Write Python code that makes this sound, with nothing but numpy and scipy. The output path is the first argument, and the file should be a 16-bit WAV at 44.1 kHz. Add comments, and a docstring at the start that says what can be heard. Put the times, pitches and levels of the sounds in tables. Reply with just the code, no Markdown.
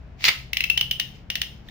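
"""First comes a short, rattling scrape: a thumb shoves a craft knife's blade along its steel channel.
Then comes a string of clicks as the slider's spring drops into the notches one by one, each a snap
with a short metallic ring. The knife is close by, above a table in a quiet room.
The room answers with a brief echo over a low hum."""
import sys
import numpy as np
from scipy import signal
from scipy.fft import rfft, irfft
from scipy.io import wavfile
from scipy.ndimage import uniform_filter1d

SR = 44100
rng = np.random.default_rng(int(sys.argv[2]) if len(sys.argv) > 2 else 0)


def to_wav(sig):
    """Store sig (one row per channel, or 1-D mono) as 16-bit WAV at the path in sys.argv[1].

    Samples outside -1..1 are clipped; the rate is SR.
    """
    pcm = np.clip(np.atleast_2d(sig), -1, 1) * 32767
    pcm = np.round(pcm).astype(np.int16)
    wavfile.write(sys.argv[1], SR, pcm.T)  # frames by channels


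N = 74970
T = np.arange(N) / SR
HIT_T = T[:4096]  # seconds since a hit
EAR_T = HIT_T - np.array([[0.00008], [0]])  # tones reach the left side a little later
ATTACK_S = 0.00076  # how quickly a hit builds up


# Each row: start in seconds, snap level in dB, snap brightness in dB per octave, spring pitch in Hz,
# spring level in dB, spring's base swell time in ms, handle pitch in Hz, handle level in dB,
# blade level in dB, how much louder spring, handle and blade are on the left in dB.
NOTCHES = [ (0.5316, -15.5, 2, 2680, -18, 1.7, 2145, -12.5, -38, 3),
           (0.5695, -11, 0, 2810, -15, 0.94, 2177, -10, -36, 4.5),
           (0.6060, -16.5, 1, 2690, -11.5, 1.24, 2130, -9, -40, 1.5),
           (0.639, -14, 0, 2643, -10.5, 1.96, 2146, -12.5, -33, 1),
           (0.6993, -11, -3, 2712, -5.5, 2.64, 2230, -28, -38, 2),
           (0.7755, -9.5, -1.5, 3033, -8, 2.1, 2130, -24, -39, -5),
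           (0.8105, -10, -3, 2976, -7.5, 2, 2230, -38, -27, -1),
           (0.9111, -13.5, 0.5, 3030, -8, 1.7, 2030, -24, -19, -4.5),
           (0.9978, -10, 0.5, 2982, -11.5, 1.07, 2000, -14.5, -21, 4),
           (1.3012, -14.5, -1.5, 2893, -17.5, 2, 1985, -16, -23, 2.5),
           (1.3542, -12.5, .5, 2682, -19, 2.3, 1930, -17.5, -26, 0),
           (1.416, -11, 0.5, 2966, -15, 1.6, 1980, -15.5, -29, 1.5),
           (1.6868, -50.5, 11, 3640, -32.5, 0.81, 1900, -31, -60, -1)]

def ratchet():
    """The clicks: each notch snaps, rings the spring and the blade, and knocks the handle."""
    out = np.zeros((2, N))
    for (at, snap_db, tilt_db, spring_hz, spring_db, swell_ms,
         handle_hz, handle_db, blade_db, left_db) in NOTCHES:
        add(out, at, amp(snap_db) * snap(tilt_db))
        add(out, at, amp(snap_db) * steel_ping())
        ringing = amp(spring_db) * spring(spring_hz, swell_ms)
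        ringing += amp(handle_db) * handle(handle_hz)
        ringing += amp(blade_db) * blade()
        add(out, at, ringing * pan(left_db))
    return out


# The snap's tone colour. Each row: frequency in Hz, boost or cut in dB.
SNAP_COLOUR = [(150, -19), (600, -21.5), (1400, -16.5), (2000, -6.5), (3000, 6), (4200, -5.5), (6000, -8.5),
               (7900, -25.5), (9300, -16.5), (10800, -28.5), (13400, -24.5), (15100, -6.5), (16500, -31.5)]

def snap(tilt_db):
    """The spring lands in a notch with a sharp crack."""
    return amp(3.5) * colour(crack(tilt_db, decay_s=0.0036), SNAP_COLOUR)


# Each row: pitch in Hz, level in dB, ring time in seconds (the time to fade by 60 dB).
STEEL_TONES = [(4240, -9, 0.011), (5240, -5.5, 0.011), (6096, -12, 0.019), (14100, -19, 0.0074)]

def steel_ping():
    """The snap sets off the steel spring's high tones."""
    return ring(STEEL_TONES)


# Each row: pitch in Hz, level in dB, ring time in seconds.
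SPRING_OVERTONES = [(9080, -18.5, 0.011), (9600, -19, 0.01), (14630, -11, 0.0092), (15300, -13, .008)]

def spring(hz, swell_ms):
    """The spring's main tone swells and dies within milliseconds while its overtones ring."""
    peak_ms = swell_ms * np.array([[1.25], [0.55]])  # slower on the left, quicker on the right
    age = HIT_T * 1000 / peak_ms
    swell = (age * np.exp(1 - age)) ** 1.59
    return swell * np.sin(2 * np.pi * hz * EAR_T) + ring(SPRING_OVERTONES)


# Each row: multiple of the handle's pitch, level in dB, ring time in seconds.
HANDLE_TONES = [(.96, -0.5, .015), (1.05, -8, 0.025), (1.22, -26, 0.003), (1.88, -7, 0.014)]

def handle(hz):
    """The knocked handle gives a short clack."""
    return ring(HANDLE_TONES, hz)


# Each row: pitch in Hz, level in dB, ring time in seconds.
BLADE_TONES = [(2865, -4, 0.11), (3007, -6.5, .09), (3150, -6.5, 0.077)]

def blade():
    """The free blade rings on after the click."""
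    return ring(BLADE_TONES)


# Each row: start in seconds, level in dB, brightness in dB per octave.
KNOCKS = [(0.2073, -30, -0.5), (0.2207, -28, 1), (0.2408, -1.5, 1.5), (0.2520, -13, -0.5),
          (0.2572, -11, 1.5), (0.2664, -14, 1.5), (0.2807, -5.5, -4), (0.2826, -3, 2.5), (0.2845, -5.5, 4),
          (0.2886, -1.5, -2), (0.2908, -7, 1.5)]
# The steel channel's tone colour. Each row: frequency in Hz, boost or cut in dB.
CHANNEL_COLOUR = [(150, -18.5), (500, -22.5), (900, -15), (1220, -6.5), (1550, -8), (2200, 4.5), (3000, -2),
                  (4800, -6), (6500, -24.5), (8000, -27), (10000, -22.5), (12500, -37), (15200, -14),
                  (16500, -41.5)]

def rattle():
    """The slider races over the notches during the first shove, in a quick run of knocks."""
    out = np.zeros((2, N))
    for at, db, tilt_db in KNOCKS:
        add(out, at, amp(db) * crack(tilt_db, decay_s=0.0024))
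    return amp(3) * colour(out, CHANNEL_COLOUR)


# The scrape's tone colour. Each row: frequency in Hz, boost or cut in dB.
SCRAPE_COLOUR = [(200, -31), (900, -19.5), (1500, -13.5), (2200, 0.5), (3300, -5), (4400, -6), (5500, -7),
                 (7000, -16), (8500, -29.5), (12500, -33), (15200, -16), (16500, -44)]
# The blade's edge squeals at full speed. Each row: pitch in Hz, level in dB, ring time in seconds.
SQUEAL_TONES = [(4120, 2, 0.037), (4665, 3, 0.025), (5140, -8, 0.039)]
# How loud the slide, the squeal and the thumb are. Each row: time in seconds, level in dB.
SLIDE_LEVEL = [(.17, -82), (.2, -48.5), (.228, -38.5), (.245, -28), (.253, -16.5), (.263, -17), (.276, -21),
               (.292, -21), (.303, -57), (.32, -93)]
SQUEAL_LEVEL = [(.244, -39), (.253, -13.5), (.260, -27.5), (.271, -31.5), (.28, -42)]
THUMB_LEVEL = [(0, -69.5), (.17, -72), (.6, -66), (1.12, -63), (1.16, -54), (1.25, -72.5), (1.55, -61),
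               (1.64, -67.5), (1.7, -52)]

def friction():
    """Tiny grains of sliding make a scrape, a brief squeal and the thumb's faint rub on the slider."""
    grains_per_s, spread_db = 12000, 2.5
    grain_starts = rng.random(N) < grains_per_s / SR
    strength = amp(spread_db * rng.standard_normal(N))
    grains = grain_starts * strength * rng.standard_normal((2, N))
    scrape = unit(colour(grains, SCRAPE_COLOUR))
    squeal = unit(signal.fftconvolve(grains, ring(SQUEAL_TONES), axes=1)[:, :N])
    return (level(SLIDE_LEVEL) + level(THUMB_LEVEL)) * scrape + level(SQUEAL_LEVEL) * squeal


# How long the echo lasts. Each row: frequency in Hz, seconds to fade by 60 dB.
ECHO_FADE = [(200, 0.17), (1000, 0.3), (3000, 0.37), (6000, 0.37), (15000, 0.31)]
# The echo's tone colour. Each row: frequency in Hz, boost or cut in dB.
ECHO_COLOUR = [(300, 2), (900, 3), (2000, -1), (3000, 1), (6000, -1), (12000, 1.5)]

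def room(sound):
    """The room throws back a cluster of early echoes and a smooth tail whose bass dies first."""
    hz, times, bands = signal.stft(rng.standard_normal((2, N)), SR, nperseg=256)
    fade = np.exp(-np.log(1000) * times / along(ECHO_FADE, hz)[:, None])
    tail = signal.istft(bands * fade, SR)[1][:, :N]
    tail *= np.clip(T / 0.0023 - 1, 0, 1)  # waits 2.3 ms, then fades in
    early_start_s, early_decay_s = 0.0085, 0.015
    early = rng.standard_normal((2, N)) * (T > early_start_s) * np.exp(-T / early_decay_s)
    echo = (amp(-9) * even(tail) + amp(-13) * even(early)) / np.sqrt(N)
    return colour(signal.fftconvolve(sound, echo, axes=1)[:, :N], ECHO_COLOUR)


# The air's tone colour. Each row: frequency in Hz, boost or cut in dB.
AIR_COLOUR = [(15, -25.5), (25, -1.5), (59, 0), (149, -6.5), (236, -13), (363, -19), (560, -22),
              (659, -20.5), (1130, -29.5), (1740, -30), (2280, -34.5), (2480, -33.5), (16000, -81)]

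def air():
    """The room's air is a soft, deep rush, with its bass much alike in both ears."""
    shared = colour(rng.standard_normal((1, N)), AIR_COLOUR)
    width = colour(rng.standard_normal((1, N)), AIR_COLOUR)
    width = colour(width, [(80, -12), (1040, -2)]) / np.std(shared)
    return amp(-46) * (unit(shared) + width * np.array([[1], [-1]])) * pan(left_db=2.5)


# Each row: pitch in Hz, level at the start in dB, level at the end in dB.
HUM_TONES = [(62.7, -45.5, -50.5), (130.8, -48, -52.5), (168.8, -54.5, -57), (208, -76, -52)]

def hum():
    """A few low tones waver at random, a little louder on the left."""
    waver_hz = 7.2
    keep_slow = np.exp(-(np.fft.rfftfreq(N, 1 / SR) / waver_hz) ** 2)
    out = 0
    for hz, start_db, end_db in HUM_TONES:
        swell, drift = unit(irfft(rfft(rng.standard_normal((2, N))) * keep_slow, N))
        phase = 2 * np.pi * hz * T
        tone = unit((1 + swell) * np.sin(phase) + drift * np.cos(phase))
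        out += amp(np.linspace(start_db, end_db, N)) * tone
    return out * pan(left_db=4)


def crack(tilt_db, decay_s):
    """Two hard parts meet in a burst of noise, partly alike on the left and right."""
    noise = rng.standard_normal((3, len(HIT_T)))
    likeness = 0.34
    stereo = np.sqrt(likeness) * noise[2] + np.sqrt(1 - likeness) * noise[:2]
    fade = np.exp(-HIT_T / decay_s)
    shape = fade * (1 - np.exp(-HIT_T / ATTACK_S))
    spectrum = rfft(stereo * shape)
    burst = irfft(spectrum / np.abs(spectrum)) * np.sqrt(shape)  # all frequencies about equally loud
    burst *= np.sqrt(np.sum(fade ** 2) / np.sum(burst ** 2, axis=1, keepdims=True))
    return colour(burst, [(750, -2 * tilt_db), (6000, tilt_db)])  # brighten or darken around 3 kHz


def ring(tones, pitch=1):
    """A struck part rings with fading tones, tuned a little differently at every blow."""
    out = 0
    for hz, db, ring_s in tones:
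        detune = 1 + 0.012 * rng.standard_normal()
        cycles = pitch * hz * detune * EAR_T + rng.random()
        fade = np.exp(-np.log(1000) * HIT_T / ring_s)
        out += amp(db) * np.sin(2 * np.pi * cycles) * fade
    return out * (1 - np.exp(-HIT_T / ATTACK_S))


def amp(db):
    """Turn decibels into a number to multiply by."""
    return 10 ** (np.asarray(db) / 20)


def pan(left_db):
    """Make the left side this much louder than the right."""
    return amp(np.array([[left_db], [-left_db]]) / 2)


def unit(x):
    """Scale a sound to an average power of 1."""
    return x / np.sqrt(np.mean(x ** 2))


def level(points):
    """Join (seconds, dB) points into a volume curve, silent outside them."""
    return amp(np.interp(T, *np.array(points).T, left=-120, right=-120))


def along(points, hz):
    """Read between (Hz, value) points, with octaves evenly spaced."""
    freqs, values = np.array(points).T
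    return np.interp(np.log(hz + 1), np.log(freqs), values)


def colour(x, points, size=8192):
    """Boost or cut a sound's frequencies along (Hz, dB) points."""
    gains = amp(along(points, np.fft.rfftfreq(size, 1 / SR)))
    cepstrum = irfft(np.log(gains))
    cepstrum[1:size // 2] *= 2  # folded so the filter never sounds ahead of a hit
    cepstrum[size // 2 + 1:] = 0
    response = irfft(np.exp(rfft(cepstrum)))
    return signal.fftconvolve(x, response[None], axes=1)[:, :N]


def even(echo, width_hz=163):
    """Even out an echo's broad peaks and dips in tone."""
    spectrum = rfft(echo)
    power = uniform_filter1d(np.abs(spectrum) ** 2, int(width_hz * N / SR) + 1)
    return unit(irfft(spectrum / np.sqrt(power), N) * (T < T[-1] / 2))


def add(out, at, sound):
    """Mix a sound in at a time in seconds."""
    start = int(at * SR)
    out[:, start:start + sound.shape[1]] += sound[:, :max(N - start, 0)]


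def scene():
    """The knife, its echo and the quiet background."""
    knife = rattle() + friction() + ratchet()
    return knife + room(knife) + air() + hum()


def record(dry):
    """Peaks stop at full scale and the treble above 16200 Hz is cut."""
    treble_cut = signal.ellip(8, .2, 70, 16200, fs=SR, output="sos")
    return signal.sosfilt(treble_cut, np.clip(dry, -1, 1))


dry = scene()
out = record(dry)
to_wav(out)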